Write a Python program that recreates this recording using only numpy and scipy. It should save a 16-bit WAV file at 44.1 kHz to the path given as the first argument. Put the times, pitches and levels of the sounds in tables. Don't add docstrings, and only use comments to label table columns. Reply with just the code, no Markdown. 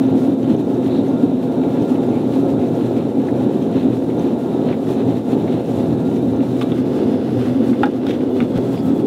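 import sys
import numpy as np
from scipy import signal
from scipy.fft import rfft, irfft
from scipy.io import wavfile
from scipy.ndimage import uniform_filter1d

SR = 44100
rng = np.random.default_rng(int(sys.argv[2]) if len(sys.argv) > 2 else 0)


def transcribe(signal):
    frames = np.atleast_2d(signal).T
    limited = np.clip(frames, -1, 1)
    pcm = np.round(limited * 32767).astype(np.int16)
    wavfile.write(sys.argv[1], SR, pcm)


N = 399546


def wheel():
    throb = (0.43, .005, 0.23, 0.12, 1)
    body = housing() + frame()
    drive = bearings() + flutter(per_s=11, db=-0.2) * motor()
    return flutter(per_s=26, db=0.67) * (body + from_db(swell(throb)) * drive)


def housing(gain_db=-3.5):
    # (f/Hz, bandwidth/Hz, level/dB)
    resonances = [(217.6, 13.1, -6), (243.5, 21, -2.5), (251.7, 7.6, -3.5), (263.7, 5.4, -4),
                  (268.45, 11.9, -2.5), (277.8, 13.8, -5), (299.2, 15.2, -5.5)]
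    # (t/s, level/dB)
    level = [(0.0, -11), (0.2, -12), (0.8, -16), (1.0, -14), (3.0, -16), (3.2, -14.5), (3.4, -18.5),
             (3.6, -15.5), (4.8, -16.5), (5.0, -14.0), (5.6, -18), (5.8, -15), (7.4, -16.5), (7.6, -13),
             (8.8, -18), (9.05, -12)]
    throb = (0.96, 0.043, 0.47, 0.11, 0.89)
    boom = steadied(modes(resonances), span_s=.14, share=0.74)
    return from_db(gain_db + in_time(level) + surges() + swell(throb)) * boom


def frame(gain_db=-1.5):
    # (f/Hz, bandwidth/Hz, level/dB)
    resonances = [(124.7, 16.2, -1), (166.8, 23, -1)]
    # (t/s, level/dB)
    upper_level = [(0, 3), (6.65, -1), (6.75, -3), (8.35, -8.5), (8.45, -3)]
    # (f/Hz, level/dB)
    spectrum = [(20, -37), (52, -35), (62, -35), (75, -16), (90, -8.5), (112, -5.5), (145, -14.5),
                (190, -5), (230, -2.5), (330, -34)]
    # (t/s, level/dB)
    level = [(0.0, -23.5), (0.6, -23.5), (1.2, -25.5), (2.8, -23.5), (3.2, -25), (4.0, -22.5), (4.4, -26.5),
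             (5.0, -21.5), (5.6, -24), (5.8, -21.1), (7.2, -25), (7.4, -20), (7.6, -26), (8.4, -27),
             (8.6, -21), (9.05, -25)]
    throb = (1.34, 0.092, 0.27, .11, 1.1)
    lower, upper = resonances
    ring = modes([lower]) + from_db(in_time(upper_level)) * modes([upper])
    shudder = steadied(ring + from_db(-1.0) * coloured(forces(), spectrum), span_s=.2, share=0.83)
    return from_db(gain_db + in_time(level) + swell(throb)) * shudder


def bearings(rumble_db=-1.62, whirr_db=-2.0, split_hz=600):
    # (f/Hz, level/dB)
    spectrum = [(230, -9.5), (320, -2.5), (355, 1.5), (395, -2.5), (430, -5.5), (490, -5), (570, -9.5),
                (605, -15), (670, -10.5), (745, -15), (850, -16), (1000, -25), (1250, -34.5), (1700, -47)]
    # (t/s, level/dB)
    load = [(0.0, -21), (0.2, -19), (0.4, -20), (1.0, -18), (1.2, -21), (2.4, -18.5), (3.8, -19.5),
            (5.0, -18.5), (6.8, -21.5), (7.0, -17.5), (7.6, -21.5), (7.8, -19), (8.2, -19.5), (8.6, -18),
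            (8.8, -24.5), (9.05, -17)]
    # (t/s, level/dB)
    whirr_level = [(0.0, -28.5), (0.2, -29), (0.4, -31), (1.0, -29.5), (1.4, -31), (2.0, -27.5),
                   (3.0, -30.5), (3.2, -29), (4.0, -31.5), (4.2, -29), (5.8, -29.5), (6.6, -33), (6.8, -34),
                   (7.0, -30), (7.6, -33.5), (9.05, -31)]
    roll = coloured(forces() + 0.65 * grains(per_s=400, spread_db=3.0), spectrum)
    rumble = steadied(butter(roll, split_hz, "low", order=5), span_s=0.16, share=0.51)
    whirr = steadied(butter(roll, split_hz, "high", order=5), span_s=0.16, share=0.51)
    return from_db(rumble_db + in_time(load)) * rumble + from_db(whirr_db + in_time(whirr_level)) * whirr


def motor(whine_db=0.8):
    # (f/Hz, bandwidth/Hz, level/dB)
    whine = [(1293, 5, -58.5), (1394, 5, -55.5), (1435, 90, -60), (1567, 16, -63.5), (1696, 5, -64.5),
             (2347, 40, -64), (3590, 110, -61), (3790, 80, -61.5), (3963, 70, -66), (5674, 20, -73.5),
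             (7047, 20, -77), (9453, 70, -80)]
    pan = [(390, 15, -36), (549, 21, -40.5), (677.3, 22, -43)]
    # (f/Hz, bandwidth/Hz, level/dB)
    at_jug = [(350.3, 14, -34.5), (488, 34, -35), (2930, 60, -60), (3500, 90, -59)]
    at_wheel = [(186, 32, -30.5), (407.4, 24, -33), (549, 27, -37), (1050, 25, -54), (1299, 5.4, -51.5),
                (3380, 200, -55.5), (7880, 110, -68)]
    close = from_db(whine_db) * modes(whine) + modes(pan)
    return heard_from(0) * close + heard_from(1) * modes(at_jug) + heard_from(2) * modes(at_wheel)


def forces(count=N, repeat_share=0.19, motor_turn_s=.0834):
    fresh, turn = rng.standard_normal(count), int(motor_turn_s * SR)
    return fresh + repeat_share * (np.roll(fresh, turn) + np.roll(fresh, 2 * turn))


def swell(throb, turns_per_s=2.39):
    # (middle t/s, duration/s, depth/dB)
    lulls = [(0.387, 0.18, 4.5), (0.663, 0.37, 1.5), (1.396, 0.2, 2.5), (3.14, 0.37, 3), (4.034, 0.21, 2),
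             (4.435, 0.23, 2.5), (4.8, 0.23, 3), (5.213, 0.22, 5), (5.65, 0.3, 2), (6.5, 0.092, 0.5),
             (7.222, 0.24, 2), (7.97, 0.2, 3.5), (8.265, 0.1, 2), (8.484, 0.093, 3.5)]
    once_db, once_crest_s, twice_db, twice_crest_s, lull_share = throb
    t, omega = np.arange(N) / SR, 2 * np.pi * turns_per_s
    out = once_db * np.cos(omega * (t - once_crest_s))
    out += twice_db * np.cos(2 * omega * (t - twice_crest_s))
    for s, length_s, depth_db in lulls:
        add(out, s - length_s / 2, -lull_share * depth_db * np.hanning(int(length_s * SR)))
    return out


def surges(length_s=0.096):
    # (middle t/s, rise/dB)
    peaks = [(.29, 4.5), (.52, 3.5), (1.01, 4), (1.24, 4), (1.93, 6.5), (2.37, 6), (3.19, 7), (3.47, 5.5),
             (3.85, 3), (4.28, 1.5), (5.33, 7.5), (5.55, 2.5), (6.41, 4), (7.11, 5), (7.73, 6), (8.44, 6.5),
             (8.92, 4)]
    out, shape = np.zeros(N), np.hanning(int(length_s * SR))
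    for s, rise_db in peaks:
        add(out, s - length_s / 2, rise_db * shape)
    return out


def rumble_bumps():
    # (f/Hz, level/dB, T60/s)
    ring = [(525, 2, 0.038), (670, 7.5, 0.015), (830, -1.5, 0.022)]
    # (t/s, level/dB)
    bumps = [(.220, -24), (1.317, -27), (3.171, -22), (4.327, -26), (4.360, -25), (4.546, -25),
             (5.094, -28), (5.605, -23), (8.582, -24)]
    return struck(ring, bumps, crack_db=-29)


def hands():
    # (f/Hz, level/dB)
    near = [(700, -2), (1100, 7), (1450, 4.5), (1700, 1.5), (2100, -0.5), (2600, 1), (3300, -0.5),
            (3800, 0), (4250, -3.5), (4600, -16.5), (6000, -22), (9000, -43)]
    far = [(700, -3), (1100, 5.5), (1450, 7.5), (1700, 0), (2100, -1), (2600, -1), (3400, -2.5),
           (3900, -2.5), (4500, -9), (5300, -14), (6000, -17.5), (9000, -42)]
    # (f/Hz, level/dB)
    slip = [(2500, -9.5), (4500, 4.5), (5500, 4.5), (6400, 2), (7200, 3), (8300, 0), (10500, -0.5),
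            (12500, -3), (14000, -3), (15700, -6.5)]
    rub_gain, hiss_gain = pressure()
    grip, close = flutter(per_s=30, db=1.5), heard_from(0)
    grit = rng.standard_normal(N) + 0.47 * grains(per_s=700, spread_db=5.5)
    grit = near_echoes(grit, db=-12, decay_s=.012)
    rub = close * coloured(grit, near) + (1 - close) * coloured(grit, far)
    film = rng.standard_normal(N) + 0.32 * grains(per_s=1700, spread_db=8.5)
    hiss = coloured(near_echoes(film, db=-8.5, decay_s=0.024), slip)
    return grip * (rub_gain * rub + hiss_gain * hiss)


def pressure(rest_db=-4.5, wet_db=-3.0):
    # (t/s, level/dB)
    touch = [(0.0, -41), (0.8, -42.5), (1.0, -41.5), (1.2, -42.5), (1.6, -40.5), (3.0, -41), (3.6, -40.5),
             (4.0, -42), (5.8, -39.5), (6.2, -43.5), (7.0, -38), (7.2, -37), (7.4, -39), (9.05, -41)]
    wetness = [(0.0, -53), (1.0, -52.4), (1.2, -53.5), (1.8, -51), (2.8, -50.5), (3.0, -52), (4.8, -51.5),
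               (5.6, -51.5), (5.8, -48.5), (6.0, -51.5), (7.6, -52.5), (8.2, -56), (8.4, -50.5),
               (8.6, -53.5), (8.8, -50), (9.05, -55)]
    rub_throb = (0.39, 0.12, 0.43, 0.096, 0.68)
    hiss_throb = (0.58, 0.27, 0.5, 0.023, 0.36)
    # (middle t/s, duration/s, rubbing level/dB, hiss level/dB)
    presses = [(0.203, 0.25, -50, -53), (.53, .12, -47, -60), (0.906, 0.36, -45, -58),
               (2.143, 0.095, -50, -58), (2.345, 0.1, -43, -54), (2.817, 0.35, -48, -61),
               (2.974, 0.074, -47, -54), (3.43, .12, -45, -57), (3.77, 0.23, -40, -61),
               (4.25, 0.18, -44, -57), (4.704, 0.13, -39, -67), (4.913, 0.18, -48, -53),
               (5.004, 0.12, -39.5, -58), (5.328, 0.086, -41, -51), (5.544, 0.11, -44, -56),
               (5.774, 0.16, -47, -56), (6.385, 0.12, -50, -58), (6.594, 0.2, -56, -54),
               (7.443, 0.22, -42.5, -57), (7.7, 0.19, -48, -53), (8.11, 0.16, -50, -56),
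               (8.406, 0.15, -41, -63), (8.564, 0.083, -42, -58.5), (8.75, .12, -44, -61)]
    rub_power = from_db(rest_db + in_time(touch) + swell(rub_throb)) ** 2
    hiss_power = from_db(wet_db + in_time(wetness) + swell(hiss_throb)) ** 2
    for s, length_s, rub_db, hiss_db in presses:
        press = np.hanning(int(length_s * SR))
        add(rub_power, s - length_s / 2, (from_db(rub_db) * press) ** 2)
        add(hiss_power, s - length_s / 2, (from_db(hiss_db) * press) ** 2)
    return np.sqrt(rub_power), np.sqrt(hiss_power)


def bubbles(fizz_db=-76, fizz_band_hz=(6050, 6450)):
    # (f/Hz, level/dB, T60/s)
    bubble = [(6240, -0.5, .022), (5650, -9, .014)]
    # (t/s, level/dB)
    ticks = [(.066, -47), (.428, -48), (.565, -44), (.745, -46), (1.083, -44), (1.82, -46), (2.096, -47),
             (2.686, -46), (2.75, -46), (3.27, -47), (3.622, -43), (4.195, -39), (4.934, -44), (5.31, -47),
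             (6.159, -43), (6.362, -45)]
    fizz = rms_one(butter(grains(per_s=32, spread_db=3.0), fizz_band_hz, "band", order=1))
    return from_db(fizz_db) * heard_from(0) * fizz + struck(bubble, ticks, crack_db=-8)


def jug():
    # (f/Hz, level/dB, T60/s)
    body = [(705, -5, .04), (818, 5.5, .095), (930, -3, .03), (1168, -13, .04), (1400, 4, .033),
            (1470, -11, .08), (1593, -7, .05), (1900, -9, .03), (2440, -19, .06), (2790, -15, .06),
            (3630, -15, .05)]
    # (t/s, level/dB)
    knocks = [(7.833, -13.5), (7.858, -29), (8.066, -32.5)]
    return struck(body, knocks, crack_db=-26)


def rib():
    # (f/Hz, level/dB, T60/s)
    blade = [(830, -8, .03), (1250, 0, .04), (1440, -1, .035), (1900, -5, .025), (2200, -3, .03),
             (2420, -4, .035), (2850, -6, .025), (3370, -13, .04), (3600, -11, .05)]
    corner = [(1276, -7, .06), (2400, -8, .025), (2700, -7, .02), (3350, -1, .028), (3650, 0, .028)]
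    # (t/s, level/dB)
    clacks = [(6.612, -27.5), (6.627, -38), (8.403, -23.5), (8.411, -37)]
    clinks = [(6.7185, -31), (6.724, -40)]
    return struck(blade, clacks, crack_db=-13) + struck(corner, clinks, crack_db=-14)


def taps(split_hz=3900, edge_db=-21, reference_hz=2800, edge_db_per_octave=17):
    # (t/s, level/dB, f/Hz, T60/s)
    contacts = [(.441, -44, 2900, .05), (.546, -43, 3900, .06), (1.635, -35.5, 2300, .045),
                (1.750, -44, 2600, .05), (1.954, -42, 2700, .05), (2.336, -41, 3400, .04),
                (2.965, -42, 3700, .03), (3.199, -44, 2600, .045), (3.284, -34.5, 1700, .07),
                (3.623, -42, 3500, 0.043), (4.100, -37, 2400, .04), (4.686, -39, 2700, .035),
                (4.727, -33, 1900, .05), (5.477, -36, 1900, .06), (6.163, -43, 2800, .035),
                (6.404, -40, 2400, .035), (6.6115, -20, 1040, 0.047), (6.614, -33, 3900, 0.11),
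                (6.621, -40, 5200, .035), (6.630, -40, 5400, .03), (6.718, -35, 2900, .025),
                (6.719, -30, 1050, .04), (7.421, -39, 2600, .04), (7.496, -36, 2200, .035),
                (7.73, -30.5, 1800, 0.032), (7.8335, -20, 910, 0.04), (7.833, -24.5, 2790, 0.045),
                (7.8575, -39, 4600, .03), (7.862, -24, 1250, .03), (8.066, -33, 4000, 0.046),
                (8.106, -31, 2600, 0.05), (8.138, -41, 2600, 0.074), (8.205, -40, 2400, .06),
                (8.403, -22, 1900, 0.028), (8.776, -36, 3380, 0.03), (8.790, -42, 4500, .02)]
    out, t = np.zeros(N), np.arange(SR // 3) / SR
    for s, db, hz, t60 in contacts:
        burst = rng.standard_normal(len(t))
        band = butter(burst, [hz * 0.6, hz * 1.26], "band", order=3)
        body = rms_one(butter(band, split_hz, "low", order=8))
        edge = rms_one(butter(butter(burst, split_hz, "high"), 8100, "low", order=1))
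        edge_gain = from_db(edge_db + edge_db_per_octave * np.log2(hz / reference_hz))
        add(out, s, from_db(db - 60 * t / t60) * (body + edge_gain * edge))
    return out


def snaps(band_hz=(4800, 5200), t60_s=0.0074):
    # (t/s, level/dB)
    landings = [(6.6115, -31), (7.8328, -34), (7.8572, -38), (8.0662, -35), (8.403, -38)]
    out, t = np.zeros(N), np.arange(SR // 20) / SR
    for s, db in landings:
        crack = rms_one(butter(rng.standard_normal(len(t)), band_hz, "band", order=1))
        add(out, s, from_db(db - 60 * t / t60_s) * crack)
    return out


def drips():
    # (f/Hz, level/dB, T60/s)
    ring = [(2300, -2, .02), (2950, -10, .025), (3640, 0, 0.036)]
    # (t/s, level/dB)
    falls = [(8.068, -37), (8.107, -33), (8.139, -44), (8.157, -43), (8.206, -49)]
    return struck(ring, falls, crack_db=-16)


def slosh():
    # (start t/s, duration/s, level/dB)
    strokes = [(8.072, 0.054, -37.5), (8.12, .05, -44)]
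    # (f/Hz, level/dB)
    spectrum = [(1100, -1), (1700, 3), (2900, 0), (3700, 2), (4400, -10), (6000, -12), (9000, -24),
                (14000, -24)]
    gain = np.zeros(N)
    for s, length_s, db in strokes:
        add(gain, s, from_db(db) * signal.windows.tukey(int(length_s * SR), .5))
    return gain * coloured(grains(per_s=2500, spread_db=3.0), spectrum)


def sizzle():
    # (middle t/s, duration/s, level/dB)
    wipes = [(8.74, .12, -55), (8.862, .12, -52), (8.975, .14, -56)]
    # (f/Hz, level/dB)
    spectrum = [(6000, -3), (7900, 0), (9300, -7), (11200, 0), (13000, 0), (14500, -3), (15700, -7)]
    gain = np.zeros(N)
    for s, length_s, db in wipes:
        add(gain, s - length_s / 2, from_db(db) * np.hanning(int(length_s * SR)))
    bursts = near_echoes(grains(per_s=1800, spread_db=4.0), db=-4, decay_s=.006)
    return gain * coloured(bursts, spectrum)


def squeaks():
    # (start t/s, end t/s, f/Hz, bandwidth/Hz, level/dB)
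    bands = [(.88, 1.03, 3860, 600, -47), (2.099, 2.19, 2360, 400, -49), (2.58, 2.675, 2400, 400, -51),
             (2.949, 3.03, 2400, 400, -51), (6.555, 6.678, 3770, 350, -52), (6.68, 7.8, 5050, 700, -62),
             (6.9, 7.8, 10700, 700, -68), (7.3, 7.75, 13700, 900, -70), (8.29, 8.36, 13000, 3500, -63),
             (8.75, 8.82, 4800, 570, -51)]
    out = np.zeros(N)
    for start, end, hz, width_hz, db in bands:
        envelope = signal.windows.tukey(int((end - start) * SR), .5)
        hiss = butter(rng.standard_normal(2 * SR), [hz - width_hz / 2, hz + width_hz / 2], "band")
        add(out, start, from_db(db) * envelope * rms_one(hiss)[:len(envelope)])
    return out


def pop(thud_s=0.0017, tick_s=0.00024):
    # (t/s, thud level/dB, tick level/dB)
    pulse = (8.5787, -22.5, -19)
    s, thud_db, tick_db = pulse
    out, t = np.zeros(N), np.arange(SR // 10) / SR
    thud = from_db(thud_db) * t / thud_s * np.exp(1 - t / thud_s)
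    add(out, s, thud + from_db(tick_db) * np.exp(-t / tick_s))
    return butter(out, 18, "high", order=1)


def near_echoes(x, db, decay_s):
    cluster = rng.standard_normal(SR // 20) * np.exp(-np.arange(SR // 20) / (decay_s * SR))
    return x + from_db(db) * signal.fftconvolve(x, cluster / np.linalg.norm(cluster))[:N]


def studio(x, t60_s=0.13, tail_db=-15, delay_s=.006):
    t = np.arange(SR // 2) / SR
    tail = butter(rng.standard_normal(len(t)), 4500, "low") * from_db(-60 * t / t60_s) * (t > delay_s)
    return x + from_db(tail_db) * signal.fftconvolve(x, tail / np.linalg.norm(tail))[:N]


def heard_from(place, fade_s=.02, changes_s=(6.742, 8.47)):
    here = np.searchsorted(changes_s, np.arange(N) / SR) == place
    return uniform_filter1d(here * 1., int(fade_s * SR))


def modes(table, run_in=SR // 2):
    out = np.zeros(N)
    for hz, width_hz, db in table:
        ring = butter(forces(N + run_in), [hz - width_hz / 2, hz + width_hz / 2], "band")
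        out += from_db(db) * rms_one(ring[run_in:])
    return out


def struck(body, hits, crack_db, crack_s=.0006):
    out, t = np.zeros(N), np.arange(SR // 2) / SR
    ring = sum(from_db(db - 60 * t / t60) * np.sin(2 * np.pi * hz * t) * (-1) ** k
               for k, (hz, db, t60) in enumerate(body))
    for s, db in hits:
        crack = butter(rng.standard_normal(len(t)), 7000, "low", order=1) * np.exp(-t / crack_s)
        add(out, s, from_db(db) * (ring + from_db(crack_db) * crack))
    return out


def grains(per_s, spread_db):
    sizes = from_db(spread_db * np.minimum(rng.exponential(1, N), 4))
    return rms_one(sizes * rng.choice([-1, 1], N) * (rng.random(N) < per_s / SR))


def flutter(per_s, db):
    knots = rng.standard_normal(N // 1000)
    return from_db(db * np.interp(np.arange(N) / SR * per_s, np.arange(len(knots)), knots))


def steadied(x, span_s, share):
    power = uniform_filter1d(x ** 2, int(span_s * SR)) + 1e-12
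    return rms_one(x / power ** (share / 2))


def coloured(x, spectrum):
    hz, db = np.transpose(spectrum)
    f = np.maximum(np.arange(N // 2 + 1) * SR / N, 1)
    ends = np.minimum(f / hz[0], 1) ** 2 * np.minimum(hz[-1] / f, 1) ** 4
    gain = from_db(np.interp(np.log(f), np.log(hz), db))
    return rms_one(irfft(rfft(x) * ends * gain, N))


def butter(x, hz, kind, order=2):
    return signal.sosfilt(signal.butter(order, hz, kind, fs=SR, output="sos"), x)


def in_time(curve):
    return np.interp(np.arange(N) / SR, *np.transpose(curve))


def from_db(db):
    return 10 ** (np.asarray(db) / 20)


def rms_one(x):
    return x / np.sqrt(np.mean(x ** 2) + 1e-20)


def add(out, s, sound):
    at = int(s * SR)
    out[at:at + len(sound)] += sound[:N - at]


def scene():
    tool = jug() + rib() + taps() + snaps()
    water = drips() + slosh()
    bumps = rumble_bumps()
    direct = wheel() + hands() + bubbles() + squeaks() + sizzle()
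    return (direct + studio(tool + water + bumps) + pop())[None]


def record(dry, cutoff_hz=15700):
    return signal.sosfilt(signal.ellip(12, .1, 90, cutoff_hz, fs=SR, output="sos"), dry)


dry = scene()
out = record(dry)
transcribe(out)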